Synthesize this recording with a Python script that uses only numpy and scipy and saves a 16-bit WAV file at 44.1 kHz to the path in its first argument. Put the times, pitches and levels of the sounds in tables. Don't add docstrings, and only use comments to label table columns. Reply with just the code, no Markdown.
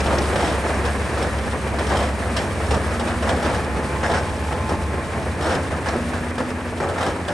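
import sys
import numpy as np
from scipy import signal
from scipy.fft import rfft, irfft, next_fast_len
from scipy.io import wavfile
from scipy.ndimage import map_coordinates

SR = 44100
rng = np.random.default_rng(int(sys.argv[2]) if len(sys.argv) > 2 else 0)


def wav_out(sig):
    wavfile.write(sys.argv[1], SR, np.round(np.clip(np.atleast_2d(sig).T, -1, 1) * 32767).astype(np.int16))


N = 323253
TIME = np.arange(N) / SR

# time_s, firing_rate_hz, level_db
TRUCK_NOTE = [(0, 71.1, -24), (.5, 70.44, -26), (2.5, 70, -25.5), (2.9, 72.1, -25.5), (3.8, 71.45, -28.5),
              (5.7, 73.12, -32), (6.45, 74.3, -40), (6.8, 68.3, -46)]
# frequency_hz, relative_level_db
BOULDER_COLOUR = [(40, -7), (90, 6.5), (200, 1.5), (350, 2), (520, 5.5), (820, 4), (1050, 0), (1300, -1),
                  (1900, -4.5), (2400, -13), (4000, -19), (10500, -27.5), (11800, -57)]
# frequency_hz, relative_level_db
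STONE_COLOUR = [(300, -6), (900, -8.5), (1800, -5), (2600, 3.5), (3200, 8.5), (4400, 1), (5400, 1),
                (6800, -8.5), (8500, -0.5), (10500, 0), (11800, -30)]
# frequency_hz, width_hz, boost_db
BED_MODES = [(355, 50, 2.5), (515, 45, 5), (680, 70, 3), (840, 60, 2.5), (1290, 130, 3), (1680, 110, 3),
             (3050, 200, 2), (5440, 220, 5)]
CONTACT_S = .0016


def amp(db):
    return 10 ** (np.asarray(db) / 20)


def unit(x):
    return x / np.sqrt(np.mean(x ** 2) + 1e-20)


def follow(rows):
    s, *columns = np.transpose(rows)
    return [np.interp(TIME, s, column) for column in columns]


def read(points, hz):
    f, value = np.transpose(points)
    return np.interp(np.log(hz + 1), np.log(f + 1), value)


def bins(x):
    return np.fft.rfftfreq(x.shape[-1], 1 / SR)


def colour(x, db):
    return unit(irfft(rfft(x) * amp(db), x.shape[-1]))


def shaped(x, spectrum):
    padded = np.pad(x, ((0, 0), (0, next_fast_len(N, True) - N)))
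    return colour(padded, read(spectrum, bins(padded)))[:, :N]


def wander(per_s):
    knots = rng.standard_normal(4096)
    coarse = TIME[::32]
    curve = map_coordinates(knots, [coarse * per_s], order=2, mode="wrap")
    return unit(np.interp(TIME, coarse, curve))


def spell(start, end, fade_s):
    outside_s = np.maximum(np.maximum(start - TIME, TIME - end), 0)
    return -20 * outside_s / fade_s


def add(mix, s, sound):
    part = mix[:, max(round(s * SR), 0):][:, :sound.shape[1]]
    part += sound[:, :part.shape[1]]


def tones(hz, level_db, orders, waver, flutter_db):
    turns = np.cumsum(hz * (1 + waver * wander(14))) / SR
    lines = 0
    for multiple, db in orders:
        level = amp(db + flutter_db * wander(9.8))
        lines = lines + level * np.cos(2 * np.pi * (multiple * turns + rng.random()))
    return np.sqrt(2) * amp(level_db) * lines


def rev(start, length, hz, db):
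    sag_db, lift_hz = 5, 9
    lift_at, lift_width = .62, .2
    progress = np.clip((TIME - start) / length, 0, 1)
    lift = np.exp(-((progress - lift_at) / lift_width) ** 2)
    level_db = db - sag_db * progress + spell(start, start + length, fade_s=.14)
    return tones(hz + lift_hz * lift, level_db, [(1, 0)], waver=.002, flutter_db=.9)


def bulldozer():
    # multiple_of_firing_rate, relative_level_db
    dozer_orders = [(.9, -10), (0.999, -3.5), (2, -13.5), (3, -13), (3.602, -13.5)]
    # time_s, pitch_hz, level_db
    gear_whine = [(3.6, 1030, -70), (3.84, 1028, -39.5), (4.05, 1058, -38), (4.25, 1036, -40),
                  (4.66, 1036, -41), (4.78, 1056, -38), (5.18, 1056, -40), (5.4, 1060, -70)]
    firing_hz, light_db, push_db, push_start_s = 88.5, -44.5, -30, 2.47
    level_db = np.maximum(light_db, push_db + spell(push_start_s, TIME[-1], fade_s=.5))
    exhaust = tones(firing_hz, level_db, dozer_orders, waver=0.0036, flutter_db=1.4)
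    roughness = unit(amp(wander(50)))
    return exhaust + tones(*follow(gear_whine), [(1, 0)], waver=.003, flutter_db=1.5) * roughness


def turbo():
    # time_s, pitch_hz, level_db
    whistle = [(.28, 9430, -54), (.6, 9200, -62), (1.25, 9090, -57), (2.05, 8910, -55), (2.55, 8930, -57),
               (2.73, 9000, -53), (3.3, 8650, -72)]
    return tones(*follow(whistle), [(1, 0)], waver=.001, flutter_db=2)


def truck():
    # multiple_of_firing_rate, relative_level_db
    truck_orders = [(1, -1.5), (1.5, -19.5), (2, -20), (2.5, -37), (3, -14.5)]
    # multiple_of_firing_rate, relative_level_db
    pump_orders = [(2, -2), (3, 1)]
    lift_start_s, whine_end_s, lift_end_s = 3.8, 4.96, 6.1
    hum_db = -41.5 + spell(lift_start_s, lift_end_s, fade_s=0.58)
    whine_db = -37.5 + spell(lift_start_s, whine_end_s, fade_s=.35)
    hz, level_db = follow(TRUCK_NOTE)
    exhaust = tones(hz, level_db, truck_orders, waver=0.0029, flutter_db=0.16)
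    hum = tones(hz, hum_db, pump_orders, waver=0.0013, flutter_db=2.5)
    whine = tones(hz, whine_db, [(12, 0)], waver=.002, flutter_db=1.5)
    roughness = unit(amp(1.2 * wander(50)))
    return exhaust + hum + whine * roughness


def engines():
    # start_s, length_s, pitch_hz, level_db
    rev_rows = [(2.97, .53, 236, -30.5), (5.95, .82, 240, -30)]
    return sum(rev(*row) for row in rev_rows) + bulldozer() + turbo() + truck()


def pouring():
    # time_s, relative_level_db
    pour = [(0, 0.5), (.5, 0), (1.5, -3), (3.4, -3), (5, -5.5), (5.7, -4), (6.6, -7), (7.1, -6.5)]
    clatter_db, hiss_db, clatter_follows = -25.5, -34.5, 0.86
    pour_db, = follow(pour)
    return clatter_db + clatter_follows * pour_db, hiss_db + pour_db


def grit(size, spread_db):
    strength = np.repeat(rng.standard_normal(size // 16 + 1), 16)[:size]
    return rng.standard_normal((2, size)) * amp(spread_db * np.minimum(strength, 2.5))


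def din():
    # frequency_hz, relative_level_db
    rumble_colour = [(20, -27), (35, -13), (50, -5), (70, 6), (110, 1.5), (160, -5), (220, 1), (300, -12.5),
                     (500, -50)]
    clatter_colour = [(120, -18), (240, -2), (350, 2), (520, 2.5), (780, -2), (1050, -2.5), (1450, -6.5),
                      (1700, -3.5), (2150, -9.5), (2400, -9), (2700, -15), (3050, -21.5), (4500, -49)]
    hiss_colour = [(1500, 6), (3000, 4.5), (5500, -0.5), (7000, -2.5), (8200, -1), (9000, 4), (10600, -2.5),
                   (11200, -4), (11800, -17)]
    rumble_db, usual_truck_db, rumble_follows = -29.5, -26.5, 0.31
    _, truck_db = follow(TRUCK_NOTE)
    clatter_db, hiss_db = pouring()
    exhaust, sand = rng.standard_normal((2, 2, N))
    rumble_level = amp(rumble_db + rumble_follows * (truck_db - usual_truck_db))
    rumble = shaped(exhaust, rumble_colour) * rumble_level
    clatter = shaped(grit(N, spread_db=1.0), clatter_colour) * amp(clatter_db + 1.27 * wander(60))
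    hiss = shaped(sand, hiss_colour) * amp(hiss_db + 1.2 * wander(40))
    return rumble + clatter + hiss


def blow(spectrum, decay, rise, spread_db, own_db, tilt_db=0):
    contacts = grit(5000, spread_db)
    hz = bins(contacts)
    t = np.arange(contacts.shape[1]) / SR
    octaves = np.log2((hz + 1) / 800)
    own = np.interp(octaves, np.linspace(-4, 4, 64), rng.standard_normal(64))
    bed_db = sum(db / (1 + (2 * (hz - f) / width) ** 2) for f, width, db in BED_MODES)
    treble_db = tilt_db * np.clip(octaves, -1, 1.5)
    sound = colour(contacts, read(spectrum, hz) + bed_db + own_db * np.tanh(own) + treble_db)
    swell = (1 - np.exp(-t / rise)) * np.exp(-(t / decay) ** 1.8)
    swell /= swell.max()
    return unit(sound * swell) * np.sqrt(np.mean(swell ** 2))


def ring(hz, t60):
    t = np.arange(5000) / SR
    envelope = (1 - np.exp(-t / CONTACT_S)) * amp(-60 * t / t60)
    return envelope * np.sin(2 * np.pi * (hz * t + rng.random((2, 1))))


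def tumble(spectrum, level_db, count, decay, own_db):
    out = np.zeros((2, N))
    for at in rng.integers(0, N, count):
        gain = amp(level_db[at] + rng.uniform(-3.6, 2))
        stone = blow(spectrum, decay, rise=0.00024, spread_db=8.0, own_db=own_db)
        add(out, at / SR, gain * stone)
    return out


def rubble():
    clatter_db, hiss_db = pouring()
    cobbles = tumble(BOULDER_COLOUR, clatter_db - 2, count=130, decay=.02, own_db=4.5)
    gravel = tumble(STONE_COLOUR, hiss_db - 4, count=110, decay=.014, own_db=5)
    return cobbles + gravel


def clink(hz):
    # frequency_hz, relative_level_db
    snap_colour = [(1200, -24), (2500, -11.5), (5400, -7), (7000, -13.5), (11000, -32)]
    snap = blow(snap_colour, decay=.008, rise=.0008, spread_db=3, own_db=2.5)
    return snap + amp(6) * ring(hz, t60=.026)


def landing(thud_db, treble_db, crack_db, panel_hz):
    panel_gain_db, panel_t60_s = 2, .06
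    thud = blow(BOULDER_COLOUR, decay=.017, rise=CONTACT_S, spread_db=2.5, own_db=3, tilt_db=treble_db)
    overtone = amp(treble_db - 5) * ring(panel_hz * rng.uniform(1.3, 2.2), panel_t60_s)
    panel = amp(panel_gain_db) * (ring(panel_hz, panel_t60_s) + overtone)
    roll = blow(BOULDER_COLOUR, decay=.048, rise=.03, spread_db=4.0, own_db=3.5, tilt_db=treble_db)
    roll *= amp(ROLL_DB)
    crack = blow(STONE_COLOUR, decay=.019, rise=CONTACT_S, spread_db=3.0, own_db=3.0)
    return amp(thud_db) * (thud + panel + roll) + amp(crack_db) * crack


def slides():
    # start_s, length_s, thud_db, crack_db (both before the slides' overall gain)
    slide_rows = [(0.369, .17, -27, -24), (1.86, .21, -17.5, -23), (3.31, .24, -16, -27),
                  (5.393, .14, -15, -24)]
    count, gain_db, treble_db, spread_db = 8, -10.5, 0.5, 3.5
    panels_hz = [hz for hz, width, db in BED_MODES[:4]]
    out = np.zeros((2, N))
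    for start, length, thud_db, crack_db in slide_rows:
        for k, (late, size) in enumerate(rng.random((count, 2))):
            gain = amp(gain_db + spread_db * (2 * size - 1.5))
            rock = landing(thud_db, treble_db, crack_db, rng.choice(panels_hz))
            add(out, start + length * (k + late) / count, gain * rock)
    return out


def rocks():
    # time_s, thud_db, treble_tilt_db (per octave), crack_db, panel_hz; levels before the overall gain
    rock_rows = [(.06, -13.5, -3.5, -25, 534), (0.106, -17.5, 0, -34, 550), (0.125, -17, -1, -32, 507),
                 (.18, -16, -11, -32, 352), (.193, -22, -21, -39, 340), (0.258, -28, -1, -38, 630),
                 (.289, -17.5, -6, -47, 766), (.326, -28, -14, -36, 340), (.358, -15.5, 0, -24, 546),
                 (.405, -24.5, -3, -26, 680), (.427, -15.5, -2.5, -31, 700), (.446, -26, 10, -27, 685),
                 (.473, -18, -9, -27, 364), (.515, -22, 0, -39, 640), (.693, -21, -2, -42, 724),
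                 (.851, -18, 1.5, -27, 517), (1.173, -17.5, 0, -44, 510), (1.226, -19, -4, -25.5, 494),
                 (1.787, -18.5, 1, -26.5, 363), (1.907, -14, 0, -34, 755), (1.969, -26, -1, -23, 700),
                 (2.366, -16.5, 1.5, -19, 594), (2.415, -24.5, -6, -34, 850), (2.709, -13, -2, -21.5, 497),
                 (2.741, -17, -4, -26, 760), (2.908, -24, 2, -44, 1840), (2.996, -17, -1.5, -25, 900),
                 (3.074, -19.5, 2.5, -32, 1250), (3.225, -17, 1, -28, 600), (3.274, -16.5, 1, -40, 493),
                 (3.291, -14.5, -2, -20.5, 362), (3.449, -16, -2.5, -26, 520), (3.764, -18.5, -3, -38, 540),
                 (4.031, -14.5, 2, -39, 720), (4.055, -30, -4, -32, 880), (4.098, -14.5, -1, -30, 670),
                 (4.115, -24, -6, -24.5, 970), (4.138, -16.5, 3.5, -28, 830),
                 (4.178, -21.5, -4, -29.5, 890), (4.523, -19.5, -2, -32, 346), (4.692, -15, -3.5, -28, 533),
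                 (4.938, -24, -8, -42, 910), (5.158, -22.5, -3.5, -47, 910), (5.547, -19, -7, -30, 520),
                 (5.708, -20.5, -1, -38, 1185), (5.86, -17, 2.5, -35, 515), (5.935, -17, -3, -44, 507),
                 (6.135, -21, 1, -35, 870), (6.381, -17, -1.5, -28, 750), (6.802, -16, -1, -37, 880),
                 (6.828, -19.5, -3, -38, 560), (6.886, -18, -2, -31, 535), (6.961, -20, -1, -42, 700),
                 (6.98, -19, 3, -42, 834), (7.008, -20.5, 3, -28, 684), (7.028, -19, -0.5, -25.5, 684),
                 (7.063, -17.5, 0, -28, 830), (7.083, -23, -7, -37, 640), (7.281, -18, 0.5, -25, 550)]
    # time_s, gain_db, pitch_hz
    clink_rows = [(.003, -27, 2640), (.184, -26, 5440), (.256, -37, 2950), (.742, -37, 3000),
                  (1.969, -35, 2980), (2.366, -30, 5590), (2.387, -32, 3140), (2.667, -38, 5300),
                  (2.71, -37, 2970), (3.291, -33, 2500), (3.449, -36, 3010), (5.551, -33, 5200),
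                  (5.885, -30, 5560)]
    gain_db = -6.6
    out = np.zeros((2, N))
    for s, *rock in rock_rows:
        add(out, s - CONTACT_S, amp(gain_db) * landing(*rock))
    for s, db, hz in clink_rows:
        add(out, s, amp(db) * clink(hz))
    return out


def bank(x):
    echo_db, t60_s, first_echo_s, echoes_per_s = -11.5, .55, .006, 1500
    t = np.arange(SR // 2) / SR
    present = (rng.random((2, len(t))) < echoes_per_s / SR) * (t > first_echo_s)
    taps = rng.standard_normal((2, len(t))) * present * amp(-60 * t / t60_s)
    taps /= np.linalg.norm(taps[0])
    return x + amp(echo_db) * signal.fftconvolve(x, taps, axes=1)[:, :N]


def scene():
    # frequency_hz,
    # likeness (0 to 1)
    port_likeness = [(130, 0.87), (330, 0.97), (750, 0.94), (1250, 0.89), (1900, 0.67), (2900, 0.41),
                     (3900, 0.72), (5000, 0.84), (6300, 0.82), (8500, 1)]
    # frequency_hz, left_lead_rad
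    left_lead = [(900, 0), (3400, .3), (8800, -.1), (9350, -1.6), (9900, -3), (10450, -3.4), (11000, -5.7),
                 (11400, -6.2)]
    size = next_fast_len(N, True)
    common, differing = din() + bank(rocks() + slides() + rubble())
    common = rfft(common + engines(), size)
    differing = rfft(differing, size)
    hz = np.fft.rfftfreq(size, 1 / SR)
    same = np.clip(read(port_likeness, hz), 0, 1)
    common = common * np.sqrt((1 + same) / 2)
    differing = differing * np.sqrt((1 - same) / 2)
    half_lead = np.exp(.5j * read(left_lead, hz))
    left = (common + differing) * half_lead
    right = (common - differing) / half_lead
    return irfft(np.array([left, right]), size)[:, :N]


def record(dry):
    ceiling, edge_hz = .55, 11800
    rounded = dry / (1 + (dry / ceiling) ** 4) ** (1 / 4)
    lowpass = signal.firwin(511, edge_hz, window=("kaiser", 9), fs=SR)
    return signal.oaconvolve(rounded, lowpass[None], "same")


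ROLL_DB = 0


dry = scene()
out = record(dry)
wav_out(out)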